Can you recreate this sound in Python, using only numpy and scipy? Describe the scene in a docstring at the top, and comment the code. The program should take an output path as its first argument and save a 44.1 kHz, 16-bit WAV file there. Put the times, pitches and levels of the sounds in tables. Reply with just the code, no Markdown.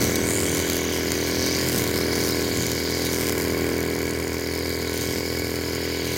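"""String trimmer on a lawn

A small petrol trimmer runs at speed a few metres away and slowly moves off. Its engine fires on
every second turn: the muffler pops, the air box gulps, the casing clatters and the fan sings.
The spinning line speeds up and slows down; each pass thrums, whistles and whips the grass.
A light breeze nudges the microphone."""
import sys
import numpy as np
from scipy import signal
from scipy.fft import rfft, irfft, next_fast_len
from scipy.io import wavfile
from scipy.ndimage import uniform_filter1d

SR = 44100
rng = np.random.default_rng(int(sys.argv[2]) if len(sys.argv) > 2 else 0)


def wav_out(sig):
    """Save sig, one row per channel (or a flat mono array), as 16-bit PCM at SR to the path in sys.argv[1]."""
    wavfile.write(sys.argv[1], SR, np.round(np.clip(np.atleast_2d(sig).T, -1, 1) * 32767).astype(np.int16))


N = 272097

# Levels in the tables are relative: the functions set the final loudness.
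# how fast the engine turns (t/s, speed/rpm)
ENGINE_SPEED = [(0.0, 5002), (0.35, 5005), (0.53, 4961), (0.71, 4996), (1.23, 4968), (1.59, 5174),
                (1.76, 4991), (2.29, 5017), (2.82, 4971), (3.0, 5050), (3.17, 5060), (3.35, 4948),
                (4.41, 4985), (4.58, 5005), (4.94, 4994), (5.11, 5044), (5.64, 5003), (6.17, 5018)]
# loudness of the pops, fan and rushing air (t/s, level/dB)
ENGINE_LEVEL = [(0.0, -22), (0.03, -25), (0.82, -27), (1.91, -26), (1.96, -25), (2.37, -25.5), (2.75, -28),
                (3.64, -24.5), (4.31, -29), (6.15, -29), (6.17, -31)]
# how much the muffler is turned towards the listener (t/s, level/dB)
MUFFLER_FACING = [(0, -2), (2, -1), (2.6, -0.5), (3.7, 0.1), (4.6, 1.5), (5.5, 1.5), (6.17, 0.8)]
# pitches at which each part rings (f/Hz, width/Hz, level/dB)
MUFFLER_RING = [(136, 21, -6.5), (316, 63, -2.5), (415.4, 60.4, 5.5), (503, 13, -3), (1060, 120, -16)]
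AIR_BOX_RING = [(167.6, 12, -14.5), (346.8, 82.4, 5)]
STARTER_COVER_RING = [(574, 135, -7)]
CASING_RING = [(992, 310, 0), (1530, 95, -2.5), (1737, 53, 0), (2050, 187, 6), (2224, 49, 12.5),
               (2120, 56, -17)]
GUARD_RING = [(4606, 160, 7.5), (6774, 52, 9), (9660, 97, 3)]
# tones of the fan (multiple of the engine speed, level/dB)
FAN_TONES = [(12, 0), (12.5, -1), (13, 0.5), (16, -9), (18, 0.5), (20, 2), (22, -7), (24, -17)]
# how often the line sweeps past (t/s, rate/Hz)
PASS_RATE = [(0, 116), (.25, 113), (.45, 96), (.75, 89), (1.4, 128), (1.64, 130), (1.92, 105), (2.11, 117),
             (2.75, 118), (3.14, 129), (3.4, 99), (4.06, 75), (4.55, 78), (4.95, 113), (5.35, 119),
             (5.6, 114), (6.17, 123)]
# tones of the line's thrum (multiple of the pass rate, level/dB)
THRUM_TONES = [(1, 1), (2, -2), (3, -20), (4, -10.5)]
# middle pitch of the line's whistle (t/s, f/Hz)
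WHISTLE_PITCH = [(0, 6080), (1.1, 5840), (1.45, 5180), (2.1, 4973), (4.8, 4800), (6.17, 5120)]
# the line bites a tuft (t/s, half length/s, cut level/dB, swish level/dB, swish f/Hz, thrum level/dB)
TUFTS = [(0.018, 0.12, -35, -53, 6500, -27), (0.398, 0.19, -40, -28, 7370, -30),
         (0.565, 0.089, -39, -33, 6900, -36), (0.733, 0.066, -33.5, -51, 6600, -51),
         (1.113, 0.035, -65, -46, 6500, -49), (1.48, 0.17, -41, -29.5, 4880, -32),
         (1.778, 0.17, -31.5, -41, 7300, -28), (2.25, 0.22, -37, -41, 6500, -35),
         (2.622, 0.12, -37.5, -33.5, 6400, -30), (2.91, 0.29, -61, -32.5, 4830, -48),
         (3.22, 0.24, -33.5, -41, 6700, -37), (3.628, 0.22, -42.5, -52, 6500, -36),
         (5.064, 0.15, -39, -37, 6500, -34.5), (6.17, 0.089, -37, -40, 6500, -35)]
# the line scrapes the edge of the bed (t/s, half length/s, level/dB)
EDGE_SCRAPES = [(0.904, 0.85, -35), (1.6, .22, -35), (2.599, .4, -40), (5.05, 0.17, -39.5), (6.1, .45, -33)]
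# the line snaps a stalk (t/s, level/dB)
STALK_SNAPS = [(0.157, -9.5), (0.699, -9), (1.1186, -10.5), (1.7823, -10), (1.8, -21), (2.6665, -12),
               (2.7171, -12), (4.559, -27), (5.159, -24)]
# puffs of breeze (t/s, half length/s, level/dB)
BREEZE_PUFFS = [(0.09, 0.025, -32), (0.232, .037, -22), (0.617, 0.044, -37), (1.4, 0.062, -30),
                (2.564, 0.1, -29.5), (5.153, 0.039, -27.5), (5.416, 0.023, -26)]
# tone colour of brushed leaves, cut grass, churned air and breeze (f/Hz, level/dB)
SWISH_COLOUR = [(3000, -28), (5200, -9), (6300, 7.5), (7300, 6.5), (8600, -1), (10500, -10), (15000, -24)]
CUT_COLOUR = [(400, 1), (1000, 3), (2000, 3), (3200, 2.5), (5000, 6.5), (7000, 5), (9000, 1), (11000, 1),
              (14000, 2.5), (16000, -2)]
RUSH_COLOUR = [(20, -29), (55, -11), (110, -9), (250, -3), (450, -4.5), (750, -14.5), (1300, -10.5),
               (3000, -14), (8000, -40), (16000, -24)]
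BREEZE_COLOUR = [(20, -22), (50, -4), (90, 9), (150, -5), (250, 1.5), (500, -36), (2000, -70)]
# narrow dips and one small peak in what the microphone picks up (f/Hz, width/Hz, level/dB)
MIC_DIPS = [(856, 113, -5.5), (1250, 130, -13), (2630, 660, -7.5), (3530, 230, -7.5), (5560, 295, -10.5),
            (7140, 39, 2.5), (7630, 300, -8.5), (10440, 610, -4)]

START_M, WALK_M_S = 3.65, 0.2  # starting distance and walking pace
SWISH_HZ = 6500  # pitch of the swish in short grass
TOP_HZ = 15900
TIME = np.arange(N) / SR
SIZE = next_fast_len(N, real=True)
BINS = np.fft.rfftfreq(SIZE, 1 / SR) + 1e-3  # frequencies, kept above zero for division


def engine():
    """Firing and sucking in air take turns, over a low hum at one cycle per engine turn."""
    rpm, = curves(ENGINE_SPEED)
    level_db, = curves(ENGINE_LEVEL)
    turns = np.cumsum(rpm) / 60 / SR + .072
    firing = beats(turns / 2, scatter_db=0.22, jitter_s=.00003)
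    intake = beats(turns / 2 - .544, scatter_db=0.3, jitter_s=.00007)
    hum = -undb(-35.5) * np.cos(2 * np.pi * turns)
    casing = undb(-32.5) * nearness() * clatter(firing)
    return hum + casing + undb(level_db) * (pops(firing, intake) + undb(-19.5) * fan(turns))


def pops(firing, intake):
    """Puffs of gas ring the muffler and air box, on opposite sides; the starter cover drums along."""
    outlet = 1j * BINS / 70 * modes([(70.6, 117, 0)])  # small holes give off little deep bass
    exhaust = shape(firing, modes(MUFFLER_RING) * soften(273) * outlet)
    gulps = shape(intake, modes(AIR_BOX_RING) * soften(202) * outlet)
    cover = shape(firing, modes(STARTER_COVER_RING) * soften(253))
    facing_db, = curves(MUFFLER_FACING)
    return unit(undb(facing_db) * exhaust + undb(-facing_db) * gulps + undb(-5 * facing_db) * cover)


def clatter(firing):
    """Each firing rattles the casing; the piston's regular knock gives the rattle a pitch."""
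    rasp = undb(-9) * bursts(firing, length_s=.0019) + undb(7.5) * bursts(firing, length_s=.0026)
    rattle = unit(shape(noise() * (rasp + undb(8)), modes(CASING_RING) * soften(4800)))
    piston_hits = np.roll(firing, int(.0008 * SR))
    knock = unit(shape(piston_hits, modes(CASING_RING) * soften(5200)))
    return undb(-3.5) * rattle + undb(-4.5) * knock


def fan(turns):
    """The flywheel fan sings wavering tones that follow the engine speed."""
    return sum(undb(db + 1.2 * walk(4.6)) * np.sin(2 * np.pi * multiple * turns + 0.27 * walk(27))
               for multiple, db in FAN_TONES)


def cutting_head():
    """The spinning line cuts, brushes, scrapes, whistles and thrums once a pass; the ground echoes."""
    rate, = curves(PASS_RATE)
    passes = np.cumsum(rate * (1 + .004 * walk(20))) / SR
    cut = grass_cut(passes)
    brushes = beats(passes + .05, scatter_db=3, jitter_s=.0002)
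    brushing = bursts(brushes, length_s=.0009) + undb(-17)
    line = cut + leaves(brushing) + scrape(brushing) + whistle_gain(rate) * whistle(passes, rate)
    direct = nearness() * line + snaps()
    echo_delay_s = 0.000368 * (1 + 0.3 * walk(1))  # shifts as the head bobs
    echo = np.interp(TIME - echo_delay_s, TIME, direct)
    return direct + undb(-12) * echo + nearness() * (guard() + thrum(passes))


def grass_cut(passes):
    """Each strike parts blades of grass in a cluster of tiny cracks; clippings patter in between."""
    times, lengths, cut_db, _, _, _ = np.transpose(TUFTS)
    loudness = undb(5) * swells(times, lengths, cut_db, steady=undb(-38.5))
    strikes = beats(passes + 0.26, scatter_db=4.5, jitter_s=0.00058)
    tearing = noise() * undb(2 * walk(1100))
    cracks = bursts(strikes, length_s=0.0013) * undb(1.9 * np.tanh(walk(14)))
    return loudness * unit(shape(tearing * (cracks + undb(-9)), colour(CUT_COLOUR)))


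def leaves(brushing):
    """The line brushes leaves: faintly in short grass, louder in tufts."""
    short_grass = undb(-53) * swish(brushing, SWISH_HZ)
    tufts = sum(swells([t], [length], [db]) * swish(brushing, hz) for t, length, _, db, hz, _ in TUFTS)
    return short_grass + tufts


def swish(brushing, pitch_hz):
    """Leaves brushed once a pass; the sizzle moves up or down with the kind of leaf."""
    shifted = np.array(SWISH_COLOUR) * [pitch_hz / SWISH_HZ, 1]
    return unit(shape(noise() * brushing, colour(shifted)))


def scrape(brushing):
    """The line rubs along the edge of the bed with a pulsing hiss."""
    hiss = unit(shape(noise() * (brushing + undb(4)), modes([(3030, 1800, 0)]) ** 2))
    return swells(*np.transpose(EDGE_SCRAPES)) * hiss


def whistle(passes, rate, width_hz=650, sweep=.45):
    """Swirls of air behind the line sing; the pitch climbs as the tip swings towards the listener."""
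    middle_hz, = curves(WHISTLE_PITCH)
    swing = passes % 1
    hz = middle_hz * (1 + sweep * (swing - .6) + 0.061 * walk(90.3))
    phase = 2 * np.pi * np.cumsum(hz) / SR
    swirls = (1 + walk(width_hz)) * np.cos(phase) + walk(width_hz) * np.sin(phase)
    # a slow line sings mostly on its way towards the listener; a fast one sings all round
    facing = np.sin(np.pi * swing ** 1.5) ** 4 + .3 * (rate / 100) ** 3
    return unit(swirls * facing / np.sqrt(uniform_filter1d(facing ** 2, SR // 10)))


def whistle_gain(rate, free_spin_hz=169):
    """A faster line sings louder; the song is choked while the line slows, as when grass drags on it."""
    slowing = np.maximum(-np.gradient(rate) * SR, 0)
    braking = uniform_filter1d(slowing, int(0.12 * SR))
    choke_db = -8 * np.tanh((braking / 48) ** 2)
    turning_away_db = -.5 * TIME
    return undb(-29 + turning_away_db + choke_db) * (rate / free_spin_hz) ** 1.02


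def thrum(passes):
    """Each pass shoves air into a low tone and drags a ragged wake; both swell in tufts."""
    times, lengths, _, _, _, thrum_db = np.transpose(TUFTS)
    short_grass = undb(-39.5)
    loudness = swells(times, lengths, thrum_db, steady=short_grass)
    tone = sum(undb(db + 2 * walk(8.3)) * np.sin(2 * np.pi * multiple * passes + 0.41 * walk(20))
               for multiple, db in THRUM_TONES)
    rumble = unit(shape(noise(), modes([(181, 89, 0)]) ** 2))
    wake = undb(-11) * (loudness / short_grass) ** 0.55 * rumble  # grows faster than the tone
    return loudness * (undb(-3) * unit(tone) + wake)


def snaps():
    """Thicker stalks part with a short crack."""
    hits = np.zeros(N)
    for t, db in STALK_SNAPS:
        hits[int(t * SR)] += undb(db)
    return undb(-5.5) * bursts(hits, length_s=.0006) * unit(shape(noise(), colour(CUT_COLOUR)))


def guard():
    """The guard and gear housing ring faintly."""
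    return undb(-42 + 2 * np.tanh(walk(24))) * unit(shape(noise(), modes(GUARD_RING) ** 2))


def air_rush():
    """Air churned by the machine rushes softly."""
    level_db, = curves(ENGINE_LEVEL)
    loudness = undb(level_db - 6.5 + 0.45 * walk(22)) * nearness()
    return loudness * unit(shape(noise(), colour(RUSH_COLOUR)))


def breeze():
    """Puffs of breeze rumble on the microphone."""
    return undb(-4) * swells(*np.transpose(BREEZE_PUFFS)) * unit(shape(noise(), colour(BREEZE_COLOUR)))


def nearness():
    """Gain that falls with distance as the trimmer is walked away."""
    return START_M / (START_M + WALK_M_S * TIME)


def swells(times, lengths, dbs, steady=0):
    """Gain of bell-shaped swells that add in power over a steady gain."""
    return np.sqrt(steady ** 2 + sum((undb(db) * np.exp(-((TIME - s) / length) ** 2)) ** 2
                                     for s, length, db in zip(times, lengths, dbs)))


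def undb(db):
    """Decibels to gain."""
    return 10 ** (np.asarray(db) / 20)


def unit(x):
    """Scale to rms 1."""
    return x / np.sqrt(np.mean(x ** 2))


def curves(table):
    """The columns of a table, joined by straight lines in time."""
    s, *columns = np.transpose(table)
    return [np.interp(TIME, s, c) for c in columns]


def shape(x, response):
    """Filter by a frequency response."""
    return irfft(rfft(x, SIZE) * response, SIZE)[..., :N]


def modes(table):
    """Response of resonances side by side."""
    return sum(undb(db) / (1 + 1j * (BINS ** 2 - hz ** 2) / (BINS * width)) for hz, width, db in table)


def soften(hz):
    """Response of a steep-sided puff rounded off above hz."""
    return 1 / (1 + 1j * BINS / hz) ** 2


def colour(points):
    """Response through (Hz, dB) points."""
    hz, db = np.transpose(points)
    return undb(np.interp(np.log(BINS), np.log(hz), db))


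def noise():
    """White noise."""
    return rng.standard_normal(N)


def walk(rate):
    """Smooth chance of spread 1 that changes about rate times a second."""
    return unit(shape(noise(), np.exp(-(BINS / rate) ** 2)))


def beats(turns, scatter_db, jitter_s):
    """One impulse at each whole turn, uneven in size and time."""
    at = np.flatnonzero(np.diff(np.floor(turns)) > 0)
    size, late = rng.standard_normal((len(at), 2)).T
    out = np.zeros(N)
    out[np.clip(at + (late * jitter_s * SR).astype(int), 0, N - 1)] = undb(scatter_db * np.minimum(size, 1))
    return out


def bursts(impulses, length_s):
    """Each impulse becomes an envelope that swells to its size in length_s and dies away."""
    age = TIME[:SR // 10] / length_s
    return signal.fftconvolve(impulses, age * np.exp(1 - age))[:N]


def scene():
    """The trimmer and the breeze in the open, on one channel."""
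    return (engine() + cutting_head() + air_rush() + breeze())[None]


def record(dry):
    """The microphone's opening cuts narrow dips into the sound; the highest treble is cut off."""
    opening = np.prod([1 - (1 - undb(db)) * modes([(hz, width, 0)]) for hz, width, db in MIC_DIPS], axis=0)
    treble_cut = signal.ellip(10, .2, 80, TOP_HZ, fs=SR, output="sos")
    return signal.sosfilt(treble_cut, shape(dry, opening))


dry = scene()
out = record(dry)
wav_out(out)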